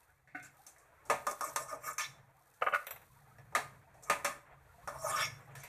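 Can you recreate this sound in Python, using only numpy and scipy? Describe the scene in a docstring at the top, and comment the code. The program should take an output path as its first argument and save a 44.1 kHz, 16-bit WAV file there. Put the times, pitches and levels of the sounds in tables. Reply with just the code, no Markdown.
"""Skimmer in an oil pan

A perforated steel skimmer knocks and scrapes in an oil-filled metal pan, tips fritters into a bowl
and clinks on its rim. Metal sounds are fading tones plus noise; a scrape is many tiny uneven slips.
A small hard kitchen answers with short noise tails. Under it all, oil fizzes faintly and bubbles
over a low wavering hum, a rumble and the room's murk."""
import sys
import numpy as np
from scipy import signal
from scipy.fft import rfft, irfft, next_fast_len
from scipy.io import wavfile
from scipy.ndimage import uniform_filter1d, map_coordinates

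SR = 44100
rng = np.random.default_rng(int(sys.argv[2]) if len(sys.argv) > 2 else 0)


def output_pcm(signal):
    """Save a mono or channel-first signal as 16-bit PCM at the path in sys.argv[1].

    Samples are clipped to [-1, 1] before scaling.
    """
    pcm = np.clip(np.atleast_2d(signal).T, -1, 1) * 32767
    wavfile.write(sys.argv[1], SR, np.round(pcm).astype(np.int16))


N = 250488  # length in samples

# In the tables, "die-away" is the time to fade by 60 dB, and "width" is how broad a tone is.
# Hum: (time [s], level [dB])
HUM_LEVELS = [(0.0, -91), (0.43, -64.5), (0.66, -83), (1.06, -74), (1.11, -59), (1.36, -82), (1.5, -62.5),
              (1.96, -69.5), (2.15, -60.5), (2.45, -79), (2.72, -72), (2.89, -96), (2.94, -66),
              (3.78, -59.5), (3.86, -65.5), (4.16, -65.5), (4.43, -72), (4.82, -69), (4.84, -60),
              (4.9, -64), (5.27, -51.5), (5.49, -60), (5.57, -53.5), (5.68, -64)]
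# Room and oil: (time [s], room murk level [dB], oil fizz level [dB])
AIR_LEVELS = [(0.0, -63.5, -68.5), (0.32, -72.5, -98.5), (0.6, -63, -68.5), (0.9, -62.5, -83),
              (1.5, -55, -58), (2.1, -64, -105), (2.4, -65, -74), (2.99, -67, -69.5), (3.3, -63, -74.5),
              (3.8, -61, -88), (3.97, -63.5, -105), (4.2, -52, -71), (4.54, -60.5, -105), (4.86, -61, -79),
              (5.1, -51, -53), (5.33, -56.5, -74), (5.68, -56, -85)]
# Colour of the room murk: (frequency [Hz], relative level [dB])
MURK_COLOUR = [(12, -11), (20, -16.5), (48, -6), (139, -10.5), (226, -21.5), (305, -8.5), (376, -4),
               (583, -6.5), (670, -6), (770, -5.5), (1770, -8), (2870, -18.5), (5000, -43.5), (6500, -52),
               (11000, -120)]
# Colour of the oil fizz, also used for the hiss of the thuds: (frequency [Hz], relative level [dB])
FIZZ_COLOUR = [(2000, -30), (3000, -5), (5200, -3), (7000, -4), (9500, 0), (11000, -2), (14000, 0)]
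# Nudges of the skimmer's blade: (time [s], level [dB])
TAPS = [(0.093, -64.5), (0.2753, -66), (0.3471, -33), (0.45, -56)]
# Tones of the blade: (frequency [Hz], width [Hz], level [dB])
BLADE_TONES = [(290, 22, -12), (735, 16, -10), (1205, 16, -12), (1497, 24, 0), (1660, 30, -7),
               (1850, 40, -10), (2010, 35, -10), (2140, 40, -4), (2700, 60, -16)]
# Die-away of the kitchen's answer: (frequency [Hz], die-away [s])
KITCHEN_FADE = [(300, 0.49), (1400, 0.32), (10000, 0.34)]
# Knocks on the pan: (time [s], level at 1-1.5 kHz [dB], then relative to it: bass [dB],
# 1.5-3 kHz [dB], treble [dB]; contact noise die-away [s], favoured pitch [Hz], its boost [dB])
KNOCKS = [(0.2742, -68, 5, 15.5, -3, 0.56, 1930, 16), (0.397, -61, -9, 5, 1, .05, 3650, 25),
          (0.427, -59.5, -23, 1, 9, .25, 1480, 8.7), (0.6654, -62.5, 1.5, 1, 21, 0.22, 6660, 4),
          (0.7632, -56.5, -16, -1, -15, .075, 2010, 26), (0.7822, -69, 3, -16, 12.5, 0.32, 1640, 8.5),
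          (1.053, -61.5, 5.5, -11, 8.5, 0.88, 1940, 7.7), (1.099, -18.5, -5, -6.5, -11, 0.21, 2330, 4.6),
          (1.2675, -22, -8, -15.5, -9, 0.13, 1240, 5.4), (1.3117, -40.5, 7, -21, 7, .094, 1810, 7.5),
          (1.4088, -26.5, -7, -18.5, -6, 0.1, 1227, 2.3), (1.5604, -23.5, -9.5, -7.5, -0.5, 0.1, 5730, 1.8),
          (1.932, -57.5, -10, -14, 15, .04, 9800, 17), (1.981, -30, -24, -2, 3.5, 0.25, 6100, 14),
          (2.4208, -80, -13.5, -.6, 9, .13, 1800, 7.5), (2.5383, -82, 2.5, 8, 21, 0.21, 1700, 6),
          (3.2498, -61, -16, -13, -24, 0.068, 1930, 7), (3.3834, -64, 14.5, 14.5, 1.5, .11, 1960, 16),
          (3.524, -52.5, 4.5, -9, -13, 0.12, 900, 6.5), (3.5502, -19, -10.5, -2, -9, 0.21, 1870, 6.1),
          (3.9424, -75.5, 21, 3, 11.5, 1, 2160, 6), (4.0247, -64, 8, -5, 11, 0.2, 1480, 7.5),
          (4.0336, -60.5, -18, -15, 17.5, .12, 6800, 7.4), (4.0981, -18, -5, -3, -9, 0.19, 2520, 3.4),
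          (4.2464, -26, -1.5, -1, 0, 0.19, 1620, 0.77), (4.875, -30.5, -4, -15.5, -9, 0.2, 1800, 3.2),
          (5.5526, -58, -20, 13.5, 10.5, 0.34, 1620, 13), (5.6343, -60.5, -7, 18.5, 12, 0.4, 2040, 5.2)]
# Borders between the seven pitch zones: (frequency [Hz])
ZONE_BORDERS = [400, 1000, 1500, 2900, 5100, 9500]
# The pan's clear tones: (frequency [Hz], width [Hz], level [dB])
PAN_TONES = [(287.7, 36, -11), (474.4, 20, -10), (576, 12, -1), (643.9, 30, -2), (795, 12.3, -10.5),
             (869, 89, -13), (938.4, 35, -12), (1048, 22, -11), (1108, 18, -7), (1227, 16, 0),
             (1295, 22, -11), (1411, 22, -11), (1495, 25, -13), (1722, 15, -6), (1775, 9.6, -7.5),
             (2210, 130, -10), (2149, 22, -10.5), (2286, 53, -17), (2270, 13, -29), (2570, 86, -20),
             (3510, 11, -20), (3776, 33, -24.5), (4400, 46, -64), (4960, 290, -19.5), (5280, 27, -16),
             (5570, 32, -6), (6200, 20, -11.5), (6400, 56, -16), (7360, 46, -15.5)]
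# The pan's crowd of small tones: (frequency [Hz], relative level [dB])
PAN_CROWD = [(88, -50), (150, -10.5), (371, -8), (466, -5.5), (522, -31), (574, -7.5), (973, -8.5),
             (1220, -16), (1370, -14.5), (2600, -11.5), (3140, -23), (5860, -25.5), (10700, -19.5),
             (13700, -21)]
# Sliding strokes: (start [s], rise [s], fall [s], level [dB], relative treble [dB],
# favoured pitch at start [Hz], at end [Hz])
SCRAPES = [(0.42, 0.029, 0.059, -55.5, 7.5, 1440, 2000), (1.278, 0.023, 0.052, -36, -5.5, 1220, 1150),
           (1.419, 0.026, 0.11, -37.5, -5, 1160, 850), (1.578, 0.0083, 0.11, -34, -7.5, 1190, 690),
           (1.679, 0.02, 0.094, -37, -6.5, 1200, 1080), (1.709, 0.04, 0.066, -45.5, -19, 734, 870),
           (1.808, 0.072, 0.08, -33.5, -4, 1120, 1300), (1.988, 0.0093, 0.085, -35, 0, 1696, 2170),
           (4.04, 0.05, 0.016, -49, -9.5, 1100, 1100), (4.259, 0.023, 0.12, -39, -18, 1120, 1100),
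           (4.91, 0.044, 0.078, -43.5, -14, 980, 1200), (4.988, 0.084, 0.083, -41.5, 0.5, 660, 1120),
           (5.021, .15, .13, -32, -12, 1150, 1180), (5.08, .14, 0.082, -36, -1.5, 1570, 2134),
           (5.331, 0.089, 0.12, -62, -8, 950, 1050), (5.5, 0.11, .14, -80, 11, 460, 640),
           (5.56, 0.028, 0.1, -62, -3, 1640, 2460)]
# Zone levels of a stroke that favours 1.2 kHz, 1-1.5 kHz zone first: (level [dB])
SLIDE_ZONES = [-12, -35, -14.16, -17, -32, -8.27, -13.5]
# Their change as the favoured pitch rises: (change per octave [dB])
SPEED_ZONES = [4, -11.5, -13.5, 15, 43, -7.8, -7]
# Thuds in the bowl: (time [s], level [dB], bass [dB], treble hiss [dB], rise [s], die-away [s])
THUDS = [(2.6114, -41.5, 7.5, -24, 0.0077, 0.066), (2.6192, -22, 0, -27, 0.0038, 0.049),
         (2.664, -16, -3.5, -46, 0.013, 0.047), (2.6834, -19, -5, -51, 0.0071, 0.018),
         (2.7235, -34.5, -3, -37, 0.0033, 0.12), (2.734, -17, -15, -27, 0.019, 0.051),
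         (2.745, -13, -20, -12, 0.0084, 0.026), (2.7567, -19, -34, -13, 0.0061, 0.027)]
# Tones of the bowl: (frequency [Hz], width [Hz], level [dB])
BOWL_TONES = [(594, 29.5, 6.5), (1216, 25.3, 6.5), (1465, 15.7, 4.5), (1560, 11, -9), (1645, 32, -2.5),
              (2180, 80, -5), (2500, 22, -13), (2610, 20, -8), (2984, 24, -7.5)]
# Small steel contacts on the rim: (time [s], level [dB], knock [dB], ring [dB])
CLINKS = [(2.8685, -26.5, 0, 0.5), (2.9088, -31.5, 3.5, 9), (2.9611, -44.5, 8, 3.5), (3.017, -58.5, 11, 11),
          (5.5533, -32, -8.5, -12), (5.6366, -36, -1, 1)]
# Ringing tones of the rim: (frequency [Hz], level [dB], die-away [s])
RIM_TONES = [(5860, -15, .08), (7682, -12, .08), (9862, -11, .09), (10150, -14, .07), (11000, -11, .05),
             (12600, -8, .09), (13370, -4, .11), (13560, -6, .08)]
# Difference between the two sides: (frequency [Hz], side level relative to middle [dB])
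SIDE_LEVELS = [(60, -56), (1500, -78), (3500, -66), (5500, -45), (8000, -4.5), (14000, -10.5)]
# Top-end roll-off: (frequency [Hz], gain [dB])
TOP_ROLL_OFF = [(9000, 0), (11000, -2), (12500, 0), (14200, 1), (14450, -36), (15600, -55)]
# Cancellations at the microphone port: (frequency [Hz], half width [Hz], gain [dB])
PORT_DIPS = [(378, 30, -11), (2950, 150, -8), (5100, 250, -7)]

TOP_HZ = 15617  # band limit
# Knocks: below 400 Hz relative to bass; 3-5 kHz relative to its neighbours' mean; top relative to treble
KNOCK_THUMP_DB, KNOCK_GAP_DB, KNOCK_TOP_DB = -21.5, -8.5, -5.5
RISE_DB, FALL_DB = 21.5, 36  # how far under its peak a stroke starts and ends
# Murk and fizz swell with the metal's loudness: averaging time of its power, and the two gains
STIR_S, STIR_MURK_DB, STIR_FIZZ_DB = 0.053, -23.5, -35


def amp(db):
    """Turns decibels into a gain."""
    return 10 ** (np.asarray(db) / 20)


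def unit(x):
    """Scales a sound to an average (rms) strength of 1 along time."""
    return x / np.sqrt(np.mean(x ** 2, axis=-1, keepdims=True) + 1e-20)


def along(points, hz):
    """Reads a curve of (Hz, value) points, with pitch on a log axis."""
    f, v = np.transpose(points)
    return np.interp(np.log(hz + 1), np.log(f + 1), v)


def curves(rows):
    """Draws one value per sample for each column after the time."""
    s, *columns = np.transpose(rows)
    return np.array([np.interp(np.arange(N) / SR, s, column) for column in columns])


def wobble(rate):
    """A smooth random curve with `rate` random points a second."""
    knots = rng.standard_normal(int(N * rate / SR) + 4)
    return map_coordinates(knots, [np.arange(N) * rate / SR])


def filtered(x, response):
    """Reshapes each frequency of x by a gain, which may also shift its phase."""
    n = x.shape[-1]
    m = next_fast_len(n + 8192)  # spare room lets the filter ring out
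    return irfft(rfft(x, m) * response(np.fft.rfftfreq(m, 1 / SR)), m)[..., :n]


def noise(spectrum, n):
    """Coloured noise with an average (rms) strength of 1."""
    return unit(filtered(rng.standard_normal(n), lambda hz: amp(along(spectrum, hz))))


def add(track, s, sound):
    """Mixes a sound into the track at s seconds."""
    track[round(s * SR):][:len(sound)] += sound


def resonances(modes):
    """A filter that rings at each (Hz, width, dB) tone, with alternating sign."""
    def response(f):
        total = 0
        for k, (centre, width, db) in enumerate(modes):
            loss = 1j * f * width
            total = total + (-1) ** k * amp(db) * loss / (centre * centre - f * f + loss)
        return total
    return response


def ring(modes, t, scatter_db):
    """A blow sets off every (Hz, width, dB) tone at a new strength; broad tones fade faster."""
    hz, width, db = np.transpose(modes)[:, :, None]
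    strength = amp(db + scatter_db * rng.standard_normal(hz.shape))
    return np.sum(strength * np.exp(-np.pi * width * t) * np.sin(2 * np.pi * hz * t), axis=0)


def zones(hz):
    """Splits pitch into seven soft-edged zones, the 1-1.5 kHz zone first."""
    edges = [1 / (1 + (edge / (hz + 1)) ** 10) for edge in ZONE_BORDERS]
    above = [1 + 0 * hz] + edges + [0 * hz]
    return -np.diff(above, axis=0)[[2, 0, 1, 3, 4, 5, 6]]


def favoured(hz, centre_hz, boost_db, width=0.17):
    """Boosts the pitch that the place or speed of contact picks out."""
    distance = np.log((hz + 1) / centre_hz) / width
    return amp(boost_db * np.exp(-.5 * distance ** 2))


def patchy(x, depth_db, size):
    """Makes random patches louder or softer; size = (frequency bins, time frames)."""
    z = signal.stft(x, nperseg=1024)[2]
    field = uniform_filter1d(rng.standard_normal(z.shape), size[0], 0)
    field = uniform_filter1d(field, size[1], 1)
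    return signal.istft(z * amp(depth_db * field / np.std(field)), nperseg=1024)[1][:N]


def low_hum(hum_db):
    """Noise through three low resonances makes a fuzzy hum that throbs at about 27 Hz."""
    hum = filtered(rng.standard_normal(N), resonances([(111.2, 10.6, -5.5), (135.9, 6.4, 2.0), (173, 49, -15)]))
    throb = 1 + 0.16 * np.cos(2 * np.pi * 27.0 * np.arange(N) / SR + 2.2 * wobble(1.43))
    return amp(hum_db) * unit(hum * throb)


def low_rumble(hum_db):
    """Deep noise wavers slowly and partly follows the hum's level."""
    level = amp(-46.5 + 0.42 * hum_db + 3.6 * wobble(2.7))
    return level * noise([(15, -9), (30, -15), (55, 1.0), (90, 1), (130, -30)], N)


def room_murk(murk_db, stirred):
    """Dull room noise swells with the metal; its narrow bands waver slightly at random."""
    level = (amp(murk_db) + amp(STIR_MURK_DB) * stirred) * amp(2.3 * wobble(36) - 6.5)
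    return level * patchy(noise(MURK_COLOUR, N), depth_db=1, size=(2, 14))


def oil_fizz(fizz_db, stirred):
    """Fine bright noise flickers and swells with the metal's loudness."""
    level = (amp(fizz_db) + amp(STIR_FIZZ_DB) * stirred) * amp(1.1 * wobble(19) + 2.5 * wobble(240))
    return level * patchy(noise(FIZZ_COLOUR, N), depth_db=-0.3, size=(40, 4))


def bubbles(count=240):
    """Small bubbles burst in the oil: short fading blips that rise in pitch."""
    out, t = np.zeros(N + SR), np.arange(SR // 20) / SR
    for when, pitch, size in rng.random((count, 3)):
        hz = 650 * 4 ** pitch
        fade = np.exp(-t * hz / 14) * (1 - np.exp(-t / 0.0038))
        blip = np.sin(2 * np.pi * hz * t * (1 + .8 * t)) * fade
        add(out, when * N / SR, amp(-3.5 * np.log(1 - size + 0.04)) * blip)  # loud ones are rare
    return out[:N]


def background(metal):
    """Hum, rumble, bubbles, murk and fizz; murk and fizz follow the metal's smoothed loudness."""
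    murk_db, fizz_db = curves(AIR_LEVELS)
    keep = np.exp(-1 / (STIR_S * SR))
    stirred = np.sqrt(np.abs(signal.lfilter([1 - keep], [1, -keep], metal ** 2)))
    hum_db = curves(HUM_LEVELS)[0] + 1.2 * wobble(8.1)
    oil = amp(murk_db - 0.5) * bubbles() + oil_fizz(fizz_db, stirred)
    return low_hum(hum_db) + oil + room_murk(murk_db, stirred) + low_rumble(hum_db)


def taps():
    """Light nudges ring the blade's few separate tones, which chatter a little."""
    out, t = np.zeros(N + SR), np.arange(SR // 3) / SR
    for s, db in TAPS:
        broad_tones = resonances(np.multiply(BLADE_TONES, [1, 2.5, 1]))
        chatter = unit(filtered(rng.standard_normal(len(t)), broad_tones)) * amp(-60 * t / 0.32)
        blade = ring(BLADE_TONES, t, scatter_db=5.0) + 0.31 * chatter
        add(out, s, amp(db) * blade * (1 - np.exp(-t / 0.0036)))
    return out[:N]


def kitchen(x):
    """Hard walls answer: each short block gets its own random tail of fading noise."""
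    out, step = np.zeros(N + SR), 6000  # samples per block
    for start in range(0, N, step):
        hz, t, z = signal.stft(rng.standard_normal(SR // 2), SR, nperseg=256)
        fade = amp(-60 * t / along(KITCHEN_FADE, hz)[:, None])
        tail = signal.istft(z * fade, SR, nperseg=256)[1]
        answer = signal.fftconvolve(x[start:start + step], tail / np.linalg.norm(tail))
        add(out, start / SR + .006, answer)
    return out[:N]


def knocks():
    """Each knock rings the pan's clear and crowded tones; place and hardness set the zone levels."""
    out, t = np.zeros(N + SR), np.arange(SR // 3) / SR
    # rise time [s] of each zone, slowest below 400 Hz
    rise = np.array([0.00038, 0.011, 0.002, 0.00051, 0.0025, 0.00061, 0.00009])[:, None]
    for s, db, bass_db, upper_db, treble_db, t60, centre_hz, boost_db in KNOCKS:
        crowd = noise(PAN_CROWD, len(t)) * (amp(-60 * t / t60) + 2.0 * amp(-60 * t / 0.0069))
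        crack = 0.3 * amp(-60 * t / 0.002) * rng.standard_normal(len(t))
        clear = .42 * ring(PAN_TONES, t, scatter_db=3)
        blow = clear + 0.68 * crowd + crack
        parts = filtered(blow, lambda hz: zones(hz) * favoured(hz, centre_hz, boost_db))
        parts = parts * (1 - np.exp(-t / rise))
        early = np.sqrt(np.mean(parts[:, :300] ** 2, axis=1))  # strength of the first 300 samples
        gap_db = (upper_db + treble_db) / 2 + KNOCK_GAP_DB
        zone_db = [0, bass_db + KNOCK_THUMP_DB, bass_db, upper_db, gap_db, treble_db, treble_db + KNOCK_TOP_DB]
        add(out, s, amp(db - 10.5 + np.array(zone_db)) / early @ parts)
    return out[:N]


def sliding_metal():
    """Tiny uneven slips excite the pan: clear tones rule the low end, grit the top."""
    slips = rng.standard_normal(N) * amp(0.8 * wobble(70) + 0.8 * wobble(300))
    tilt = [(1000, -25), (2500, -23), (4000, -14), (6000, -1)]
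    crowd = filtered(slips, lambda hz: amp(along(PAN_CROWD, hz)))
    grit = filtered(slips, lambda hz: amp(along(PAN_CROWD, hz) + along(tilt, hz)))
    metal = unit(filtered(slips, resonances(PAN_TONES))) + 2.02 * grit / np.std(crowd)
    return patchy(metal, depth_db=5.0, size=(20, 3))


def scrapes():
    """The sliding edge catches in tiny slips; a faster stroke picks out higher tones."""
    hz, t, z = signal.stft(unit(filtered(sliding_metal(), zones)), SR, nperseg=256)
    out = np.zeros_like(z[0])
    for s, rise, fall, db, treble_db, from_hz, to_hz in SCRAPES:
        times = s + np.cumsum([-.006, .006, rise, fall, .02])
        drop_db = np.interp(t, times, np.sqrt([80, RISE_DB, 0, FALL_DB, 80])) ** 2  # a rounded swell
        pitch = np.interp(t, times[[1, 3]], [from_hz, to_hz])
        slide_db = np.add(SLIDE_ZONES, treble_db * (np.arange(7) > 4))[:, None]
        zone_db = slide_db + np.outer(SPEED_ZONES, np.log2(pitch / 1200))
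        now = slice(*np.searchsorted(t, times[[0, -1]]))
        gain = amp(db - drop_db + zone_db)[:, now]
        stroke = np.einsum("kt,kft->ft", gain, z[..., now])  # adds up the seven zones
        out[:, now] += stroke * favoured(hz[:, None], pitch[now], boost_db=8, width=.13)
    return signal.istft(out, SR, nperseg=256)[1][:N]


def bowl_thuds():
    """Soft dull thuds in the bowl: its tones, a noisy rattle around them and a short hiss."""
    out, t = np.zeros(N + SR), np.arange(SR // 3) / SR
    for s, db, bass_db, treble_db, rise, t60 in THUDS:
        modes = [(hz, width, level + bass_db * (hz < 900)) for hz, width, level in BOWL_TONES]
        broad_tones = resonances(np.multiply(modes, [1, 3.5, 1]))
        rattle = filtered(rng.standard_normal(len(t)), broad_tones)
        body = (1.1 * ring(modes, t, scatter_db=5.5) + 8.75 * rattle) * amp(-60 * t / t60)
        hiss = amp(treble_db - 14.5 - 60 * t / 0.081) * noise(FIZZ_COLOUR, len(t))
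        add(out, s, amp(db - 2.5) * (body + hiss) * (1 - np.exp(-t / rise)))
    return out[:N]


def rim_clinks():
    """Bright steel contacts on the rim: high fading tones, a noise tick and a lower knock."""
    out, t = np.zeros(N + SR), np.arange(SR // 3) / SR
    knock_colour = [(150, -60), (300, -30), (470, 1), (900, -4), (2500, -5), (4000, -14), (5000, -70)]
    for s, db, knock_db, ring_db in CLINKS:
        steel = 0
        for hz, level, t60 in RIM_TONES:
            strength = amp(level + rng.normal(0, 3) - 60 * t / t60)  # 3 dB of random scatter
            steel = steel + strength * np.sin(2 * np.pi * hz * t)
        tick = rng.standard_normal(len(t)) * (0.71 * amp(-60 * t / 0.011) + 0.16 * amp(-60 * t / 0.068))
        knock = noise(knock_colour, len(t)) * amp(knock_db - 60 * t / 0.1)
        add(out, s, amp(db - 14.5) * (amp(ring_db) * steel + tick + knock))
    return out[:N]


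def scene():
    """Two close microphone ports agree except in the treble, where scattered sound differs."""
    metal = taps() + knocks() + scrapes() + bowl_thuds() + rim_clinks()
    mid = metal + amp(-11) * kitchen(metal) + background(metal)
    z = signal.stft(mid, nperseg=256)[2]
    random_turns = np.exp(2j * np.pi * rng.random(z.shape))  # a random phase for each bin and frame
    scattered = signal.istft(z * random_turns, nperseg=256)[1][:N]
    side = filtered(scattered, lambda hz: amp(along(SIDE_LEVELS, hz)))
    return np.array([mid + side, mid - side])


def record(dry):
    """The port colours the sound, the top falls away, and nothing is kept above the band limit."""
    def response(hz):
        dips_db = sum(db / (1 + ((hz - centre) / width) ** 2) for centre, width, db in PORT_DIPS)
        return amp(along(TOP_ROLL_OFF, hz) + dips_db) * (hz < TOP_HZ)
    return filtered(dry, response)


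dry = scene()
out = record(dry)
output_pcm(out)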